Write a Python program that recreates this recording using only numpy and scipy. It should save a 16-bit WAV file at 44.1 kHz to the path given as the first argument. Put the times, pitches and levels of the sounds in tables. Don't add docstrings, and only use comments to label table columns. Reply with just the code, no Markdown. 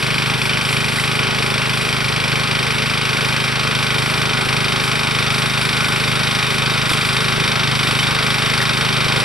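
import sys
import numpy as np
from scipy import signal
from scipy.fft import rfft, irfft, next_fast_len
from scipy.io import wavfile

SR = 44100
rng = np.random.default_rng(int(sys.argv[2]) if len(sys.argv) > 2 else 0)


def dump(signal):
    limited = np.clip(np.atleast_2d(signal).T, -1, 1)
    pcm = np.round(limited * 32767).astype(np.int16)
    wavfile.write(sys.argv[1], SR, pcm)


N = 407484
TIME = np.arange(N) / SR


def from_db(db):
    return 10 ** (np.asarray(db) / 20)


def rms_one(x):
    return x / np.sqrt(np.mean(x ** 2) + 1e-20)


def read(rows, at):
    key, *columns = np.transpose(rows)
    return [np.interp(at, key, c) for c in columns]


def over_bins(rows, size):
    hz, *columns = np.transpose(rows)
    bins = np.maximum(np.fft.rfftfreq(size, 1 / SR), 1)
    return [np.interp(np.log(bins), np.log(hz), c) for c in columns]


def colour(x, spectrum):
    size = next_fast_len(N)
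    gain = from_db(over_bins(spectrum, size)[0])
    return rms_one(irfft(rfft(x, size) * gain, size)[:N])


def butterworth(x, hz, kind):
    return signal.sosfilt(signal.butter(2, hz, kind, fs=SR, output="sos"), x)


def lowpass(x, hz):
    return butterworth(x, min(hz, SR / 2 - 1), "low")


def poles(hz, width):
    r = np.exp(-np.pi * width / SR)
    return [1, -2 * r * np.cos(2 * np.pi * hz / SR), r * r], r


def ring(x, hz, width):
    return signal.lfilter([0, np.sin(2 * np.pi * hz / SR)], poles(hz, width)[0], x + 1e-18)


def resonance(x, hz, width):
    a, r = poles(hz, width)
    return signal.lfilter(np.array([1, 0, -1]) * (1 - r * r) / 2, a, x)


def clicks(times, db):
    at = np.round(np.ravel(times) * SR).astype(int)
    inside = (at >= 0) & (at < N)
    return np.bincount(at[inside], from_db(np.ravel(db))[inside], N)


def scatter(like, spread):
    return spread * rng.standard_normal(np.shape(like))


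def since_last(times):
    return np.abs(TIME - times[np.maximum(np.searchsorted(times, TIME) - 1, 0)])


def grains(per_s, spread_db):
    sizes = from_db(spread_db * np.minimum(rng.exponential(1, N), 4)) * rng.choice([-1, 1], N)
    return sizes * (rng.random(N) < per_s / SR)


def clumps(per_s, depth_db):
    steps = rng.standard_normal(1000)
    return from_db(depth_db * np.interp(TIME * per_s, np.arange(len(steps)), steps))


def swells(rows):
    out = 0
    for s, length, *lifts_db in rows:
        shape = np.cos(np.pi * np.clip((TIME - s) / length, -.5, .5)) ** 2
        out = out + np.outer(lifts_db, shape)
    return out


START_CYCLE = .3266
# time in seconds, speed in firings per second.
ENGINE_SPEED = [(0.0, 25.746), (0.6, 25.5), (0.63, 25.867), (1.91, 25.832), (2.09, 25.509), (2.96, 26.078),
                (3.13, 25.397), (3.37, 26.127), (3.62, 25.765), (4.55, 25.701), (5.89, 25.914),
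                (6.22, 25.586), (6.46, 25.91), (6.91, 25.428), (7.08, 25.913), (8.12, 25.086),
                (8.22, 25.826), (9.24, 25.498)]


def firings(jitter=.00008):
    cycles = START_CYCLE + np.cumsum(read(ENGINE_SPEED, TIME)[0]) / SR
    times = np.interp(np.arange(1, int(cycles[-1]) + 1), cycles, TIME)
    times = np.r_[2 * times[0] - times[1], times]
    return times + scatter(times, jitter), cycles


REFERENCE_PER_S = 26.88


def engine_load():
    return REFERENCE_PER_S - read(ENGINE_SPEED, TIME)[0]


# time in seconds, level in dB against a normal firing.
SOFT_FIRINGS = [(.376, -10), (2.473, -1), (2.743, -10), (2.937, -2), (3.519, -13), (4.449, -13),
                (5.495, -2), (5.536, -3), (6.466, -3.5), (6.542, -5), (7.36, -12), (8.731, -7)]


def softness(fired):
    s, db = np.transpose(SOFT_FIRINGS)
    return (np.abs(fired[:, None] - s) < .5 / REFERENCE_PER_S) @ db


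# frequency in Hz, bandwidth in Hz, level in dB.
MUFFLER_MODES = [(133.7, 26.1, -2), (147, 240, 0.5)]
# frequency in Hz, bandwidth in Hz, level in dB.
AIR_BOX_MODES = [(436.6, 19.3, -15.5), (202.4, 21, -14), (386.7, 10.7, -21), (234.6, 21.5, -19.5),
                 (319, 42, -25.5), (493, 380, -12), (823, 19, -23), (915, 51, -41)]
# seconds from valve opening to their height, level in dB against the puff.
FLOW_EDDIES = [(0.005, -15.5), (0.0036, -12)]


def gas_flow(fired, burn_db, exhaust_delay=0.00505, intake_delay=0.017, uneven_db=0.27,
             valve_jitter=0.00006, soft_hz=2500, low_hz=38):
    out = 0
    paths = zip((exhaust_delay, intake_delay), (MUFFLER_MODES, AIR_BOX_MODES), FLOW_EDDIES)
    for delay, modes, (eddy_s, eddy_db) in paths:
        opens = fired + delay + scatter(fired, valve_jitter)
        age = since_last(opens) / eddy_s
        eddies = rms_one(age * np.exp(-age) * rng.standard_normal(N))
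        eddies = eddies * np.sqrt(len(opens) / N)
        puffs = clicks(opens, burn_db + scatter(fired, uneven_db)) + from_db(eddy_db) * eddies
        for k, (hz, width, db) in enumerate(modes):
            out = out + (-1) ** k * from_db(db) * ring(puffs, hz, width)
    radiated = butterworth(out, low_hz, "high")
    return rms_one(lowpass(radiated, soft_hz))


def crank_shake(cycles):
    return np.sqrt(2) * np.sin(2 * np.pi * 2 * cycles)


def tick(fired, burn_db, lead_s=.0006):
    ping = ring(clicks(fired - lead_s, burn_db), hz=2415, width=170)
    return rms_one(resonance(ping, hz=2300, width=480))


# frequency in Hz, bandwidth in Hz, level in dB.
BLOCK_MODES = [(524, 37, -15), (620, 26, -15.5), (807, 45, -19.5), (1110, 42, -9.5), (1267, 51, -10.5),
               (1945, 99, -15.5), (2404, 59, -18), (2540, 120, -15), (3220, 50, -12), (3030, 390, 2.5),
               (3780, 47, -10.5), (4200, 55, -13.5), (4243, 83, -10), (4490, 33, -9), (4830, 50, -7.5),
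               (4900, 200, -48), (8570, 60, -3.5)]
# delay after firing in seconds, level in dB, reach in Hz.
BLOCK_BLOWS = [(.0003, 6.5, 4200), (.0013, -2.5, 8940), (.0078, -4, 4500), (0.0168, 9, 3000)]


def knock(fired, burn_db, uneven_db=1.0, play=.00002):
    delay, blow_db, reach_hz = np.transpose(BLOCK_BLOWS)
    times = fired[:, None] + delay
    times = times + scatter(times, play)
    out = 0
    for k, (hz, width, db) in enumerate(BLOCK_MODES):
        force_db = blow_db + burn_db[:, None] - 10 * np.log10(1 + (hz / reach_hz) ** 4)
        blows = clicks(times, force_db + db + scatter(times, uneven_db))
        out = out + (-1) ** k * ring(blows, hz, width)
    return rms_one(out)


# delay after firing in seconds, level in dB, reach in Hz.
CASING_BLOWS = [(.0002, 0, 9000), (.0072, -4.5, 4400), (.0112, -5.5, 2400), (.0175, -4.5, 1200)]
# frequency in Hz, gain in dB.
CASING_SPECTRUM = [(200, -32), (450, -18), (700, -17), (830, -4), (960, -8), (1120, -2.5), (1500, -1),
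                   (1760, -9), (2080, -3), (2270, -8), (2560, -8), (2800, -8), (3300, -2), (3750, -.5),
                   (4000, -7), (4600, 0), (5300, -5), (6000, -7), (8500, -21), (12000, -32)]


def casing(fired, burn_db, soft_db, count=24, width_hz=75, low_hz=700, high_hz=6500):
    x = 0
    for k, (delay, db, reach_hz) in enumerate(CASING_BLOWS):
        blow_db = db + burn_db + soft_db * (k == 0)
        x = x + lowpass(clicks(fired + delay, blow_db), reach_hz)
    places = (np.arange(count) + rng.random(count)) / count
    for hz in low_hz + (high_hz - low_hz) * places:
        a, _ = poles(hz, width_hz)
        x = signal.lfilter(a[::-1], a, x + 1e-18)
    return colour(x, CASING_SPECTRUM)


# time after firing in seconds, level in dB.
CLATTER_CYCLE = [(0, -1), (.0005, 3.3), (.0022, 4), (.0045, 1), (.0065, .5), (.0095, 2.6), (.014, -.3),
                 (.020, -.2), (.026, -1.6), (.034, -2), (.037, -4)]
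# frequency in Hz, gain in dB.
CLATTER_SPECTRUM = [(300, -13), (680, -6.5), (1000, -6.5), (1300, -3.5), (1800, -2.5), (2100, 0), (2400, 2),
                    (2800, -5.5), (3400, -5.5), (4050, -9), (5000, -8.5), (6000, -7.5), (8000, -35.5),
                    (12000, -38)]
# frequency in Hz, bandwidth in Hz, lift in dB before facing.
SHROUD_MODES = [(2390, 320, -3), (2440, 45, 1), (2740, 30, 4), (3050, 67, 1), (2960, 2500, 3)]
# frequency in Hz, bandwidth in Hz, lift in dB before facing.
GEAR_CASE_MODES = [(1104, 110, 1.5), (1330, 40, 3.5), (2030, 43, 0), (3690, 42, 1), (3710, 100, 6.5)]
# time in seconds, engine shroud in dB, gear case in dB.
COVER_FACING = [(0, 9, -55), (1.6, 7, -14), (3.4, 6, 0), (4.2, 2.5, 3.5), (6.4, 2, 7.5), (9.24, 1.5, 6)]


def clatter(fired, pulsed_above_hz=2300):
    pulse = from_db(read(CLATTER_CYCLE, since_last(fired))[0])
    contacts = rms_one(grains(per_s=12000, spread_db=2.0))
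    rolling = signal.sosfiltfilt(signal.butter(2, pulsed_above_hz, fs=SR, output="sos"), contacts)
    contacts = rolling + pulse * (contacts - rolling)
    rings = 0
    for cover, facing_db in zip((SHROUD_MODES, GEAR_CASE_MODES), read(COVER_FACING, TIME)):
        lifted = sum((from_db(db) - 1) * resonance(contacts, hz, width) for hz, width, db in cover)
        rings = rings + from_db(facing_db) * lifted
    return colour(contacts + rings, CLATTER_SPECTRUM), pulse


# frequency in Hz, bandwidth in Hz, level in dB.
SHIELD_MODES = [(1210, 130, -9), (1370, 73, -1.5), (1465, 50, -1.5), (1507, 67, 2), (1620, 370, 5.5)]
# delay after firing in seconds, level in dB.
SHIELD_TAPS = [(.0026, -1), (.0107, 1), (.0182, -1), (.022, -4), (.0325, -1)]


def shield(fired, uneven_db=3.0, looseness=0.00076):
    delay, tap_db = np.transpose(SHIELD_TAPS)
    times = fired[:, None] + delay
    times = times + scatter(times, looseness)
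    out = 0
    for k, (hz, width, db) in enumerate(SHIELD_MODES):
        taps = clicks(times, tap_db + db + scatter(times, uneven_db))
        out = out + (-1) ** k * ring(taps, hz, width)
    return rms_one(out)


# time of the height in seconds, length in seconds, shield change in dB, soil change in dB.
GROUND_PATCHES = [(1.4, 0.43, -1, 3), (3.2, 0.53, 1, 0), (4.3, 1, 0.5, 1), (5.8, .4, 3.5, 2),
                  (6.12, 0.32, -0.5, 1), (7.45, 0.33, 1, 2.5), (8.5, .45, 2, -1)]


def ground_patches():
    return swells(GROUND_PATCHES)


# start in seconds, level in dB, ring frequency in Hz, ring bandwidth in Hz.
STONE_HITS = [(.527, -17, 2980, 45), (.985, -11, 2030, 60), (1.225, -19, 3060, 45), (2.274, -21, 2080, 73),
              (3.167, -16, 2280, 73), (4.302, -19, 3080, 45), (6.455, -18, 3690, 73),
              (6.921, -14, 3470, 73), (7.996, -15, 3060, 25), (8.042, -18, 3400, 60),
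              (8.534, -18, 1990, 73), (8.604, -7, 1890, 110), (8.626, -16, 1700, 73),
              (9.203, -19, 4500, 73)]
# start in seconds, level in dB, ring frequency in Hz, ring bandwidth in Hz.
CLOD_HITS = [(4.472, -8, 407.5, 320), (6.917, -5, 426, 320), (7.382, -10, 378, 320), (9.066, -7, 505, 320)]


def stones_and_clods(overtone=1.9, overtone_db=-8):
    out = 0
    for s, db, hz, width in [*STONE_HITS, *CLOD_HITS]:
        hit = clicks([s], [db])
        out = out + ring(hit, hz, width) + from_db(overtone_db) * ring(hit, hz * overtone, 2 * width)
    return out


SOIL_DB, SOIL_LOAD_DB = -33.5, 2.5
SOIL_SIDEWAYS_DB = -8
# frequency in Hz, gain in dB.
SOIL_SPECTRUM = [(25, -27), (70, -1.5), (150, 4.5), (260, -1.5), (340, -1.5), (420, 5), (560, -1),
                 (700, -3), (830, -1), (950, 3), (2000, -26), (6000, -59)]


def soil(load, patch_db):
    gain = from_db(SOIL_DB + SOIL_LOAD_DB * load + patch_db) * clumps(per_s=6.5, depth_db=0.36)
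    furrow, flung = (gain * colour(grains(per_s=2500, spread_db=4.5), SOIL_SPECTRUM) for _ in range(2))
    return furrow, from_db(SOIL_SIDEWAYS_DB) * np.array([flung, -flung])


GRIT_DB = 4
# frequency in Hz, gain in dB.
GRIT_SPECTRUM = [(1000, -20), (4000, 0.5), (8000, 5), (11000, 5), (13000, -7.5)]
# time in seconds, level in dB before GRIT_DB.
SPRAY_LEVEL = [(0.0, -38), (0.56, -36.5), (1.32, -38), (1.55, -37.5), (1.9, -38), (3.52, -38.5), (4.8, -37),
               (5.8, -37.5), (6.92, -36.5), (7.6, -37.5), (9.24, -36.5)]
# time of the height in seconds, length in seconds, lift in dB.
GRAVEL_SPURTS = [(.51, .12, 0), (.72, .1, 2.5), (4.85, .1, 4), (6.8, 0.17, 1), (6.92, .09, 4.5),
                 (7.07, .08, 3), (8.02, 0.096, 2), (8.63, 0.047, 5), (9.2, .1, 2)]


def grit(pulse):
    spray = colour(grains(per_s=31000, spread_db=4.5), GRIT_SPECTRUM)
    spray = pulse ** .5 * clumps(per_s=11.0, depth_db=1.36) * spray
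    level_db = GRIT_DB + read(SPRAY_LEVEL, TIME)[0] + swells(GRAVEL_SPURTS)[0]
    return from_db(level_db) * rms_one(spray)


# frequency in Hz, lead of the left in radians.
PORT_PHASE = [(50, -.25), (100, -.85), (170, -.92), (350, -1.42), (620, -1.4), (1200, -1.02), (1900, -.84),
              (3700, -.8), (4500, -.15), (6000, -.17), (8000, -.12), (12000, -.04)]
# frequency in Hz, left minus right in dB.
PORT_BALANCE = [(60, .9), (98, .8), (160, 0), (430, -.2), (700, -.6), (1150, 1.3), (1870, 1.3), (3060, .1),
                (5010, -1.8), (8000, .1), (13400, 0)]


def at_ports(x):
    size = next_fast_len(N + SR // 10)
    phase, balance_db = over_bins(PORT_PHASE, size)[0], over_bins(PORT_BALANCE, size)[0]
    half = from_db(balance_db / 2) * np.exp(.5j * phase)
    return irfft(rfft(x, size) * np.array([half, 1 / half]), size)[:, :N]


def trees(x, t60=0.26, low_hz=240, high_hz=5400):
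    lag = np.arange(SR // 2) / SR
    echoes = rng.standard_normal((2, len(lag))) * from_db(-60 * lag / t60) * (lag > .012)
    echoes /= np.sqrt(np.sum(echoes ** 2, axis=1, keepdims=True))
    echoes = butterworth(echoes, [low_hz, high_hz], "band")
    return signal.fftconvolve(x[None], echoes, axes=1)[:, :N]


def breeze(top_hz=55):
    air = butterworth(rng.standard_normal((2, N)), 18, "high")
    return rms_one(lowpass(air, top_hz))


START_DISTANCE_M, WALK_M_PER_S = 25.5, .2
EXHAUST_DB, CRANK_DB, KNOCK_DB, TICK_DB = -25, -48.5, -30, -26.5
CASING_DB, GEARS_DB, SHIELD_DB = -28.3, -23.5, -30.5
EXHAUST_LOAD_DB = 1.35
EXHAUST_FOLLOWS_GROUND = 0.18
GEARS_TURN_DB_PER_S, TICK_TURN_DB_PER_S, CASING_TURN_DB_PER_S = 0.2749, -0.4153, .3


def scene():
    nearness = START_DISTANCE_M / (START_DISTANCE_M - WALK_M_PER_S * TIME)
    load = engine_load()
    shield_patch_db, soil_patch_db = ground_patches()
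    fired, cycles = firings()
    burn_db = scatter(fired, spread=.45)
    soft_db = softness(fired)
    struck_db = burn_db + soft_db
    gears, pulse = clatter(fired)

    labour = from_db(EXHAUST_LOAD_DB * load + EXHAUST_FOLLOWS_GROUND * shield_patch_db)
    gas = from_db(EXHAUST_DB) * gas_flow(fired, burn_db)
    engine = labour * (gas + from_db(CRANK_DB) * crank_shake(cycles))
    engine += from_db(KNOCK_DB) * knock(fired, struck_db)
    engine += from_db(TICK_DB + TICK_TURN_DB_PER_S * TIME) * tick(fired, struck_db)
    engine += from_db(CASING_DB + CASING_TURN_DB_PER_S * TIME) * casing(fired, burn_db, soft_db)
    engine += from_db(GEARS_DB + GEARS_TURN_DB_PER_S * TIME) * gears

    rattle = from_db(SHIELD_DB + shield_patch_db) * shield(fired)
    furrow, flung = soil(load, soil_patch_db)
    tiller = nearness * (engine + rattle + furrow) + stones_and_clods() + grit(pulse)
    return at_ports(tiller) + flung + from_db(-10.5) * trees(tiller) + from_db(-58) * breeze()


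def record(dry, notch_hz=6500, notch_width_hz=750, notch_depth_db=-25, cutoff_hz=12300):
    b, a = signal.iirnotch(notch_hz, notch_hz / notch_width_hz, fs=SR)
    notched = signal.lfilter(b, a, signal.lfilter(b, a, dry))
    notched = notched + from_db(notch_depth_db) * (dry - notched)
    return signal.sosfilt(signal.cheby1(10, .1, cutoff_hz, fs=SR, output="sos"), notched)


dry = scene()
out = record(dry)
dump(out)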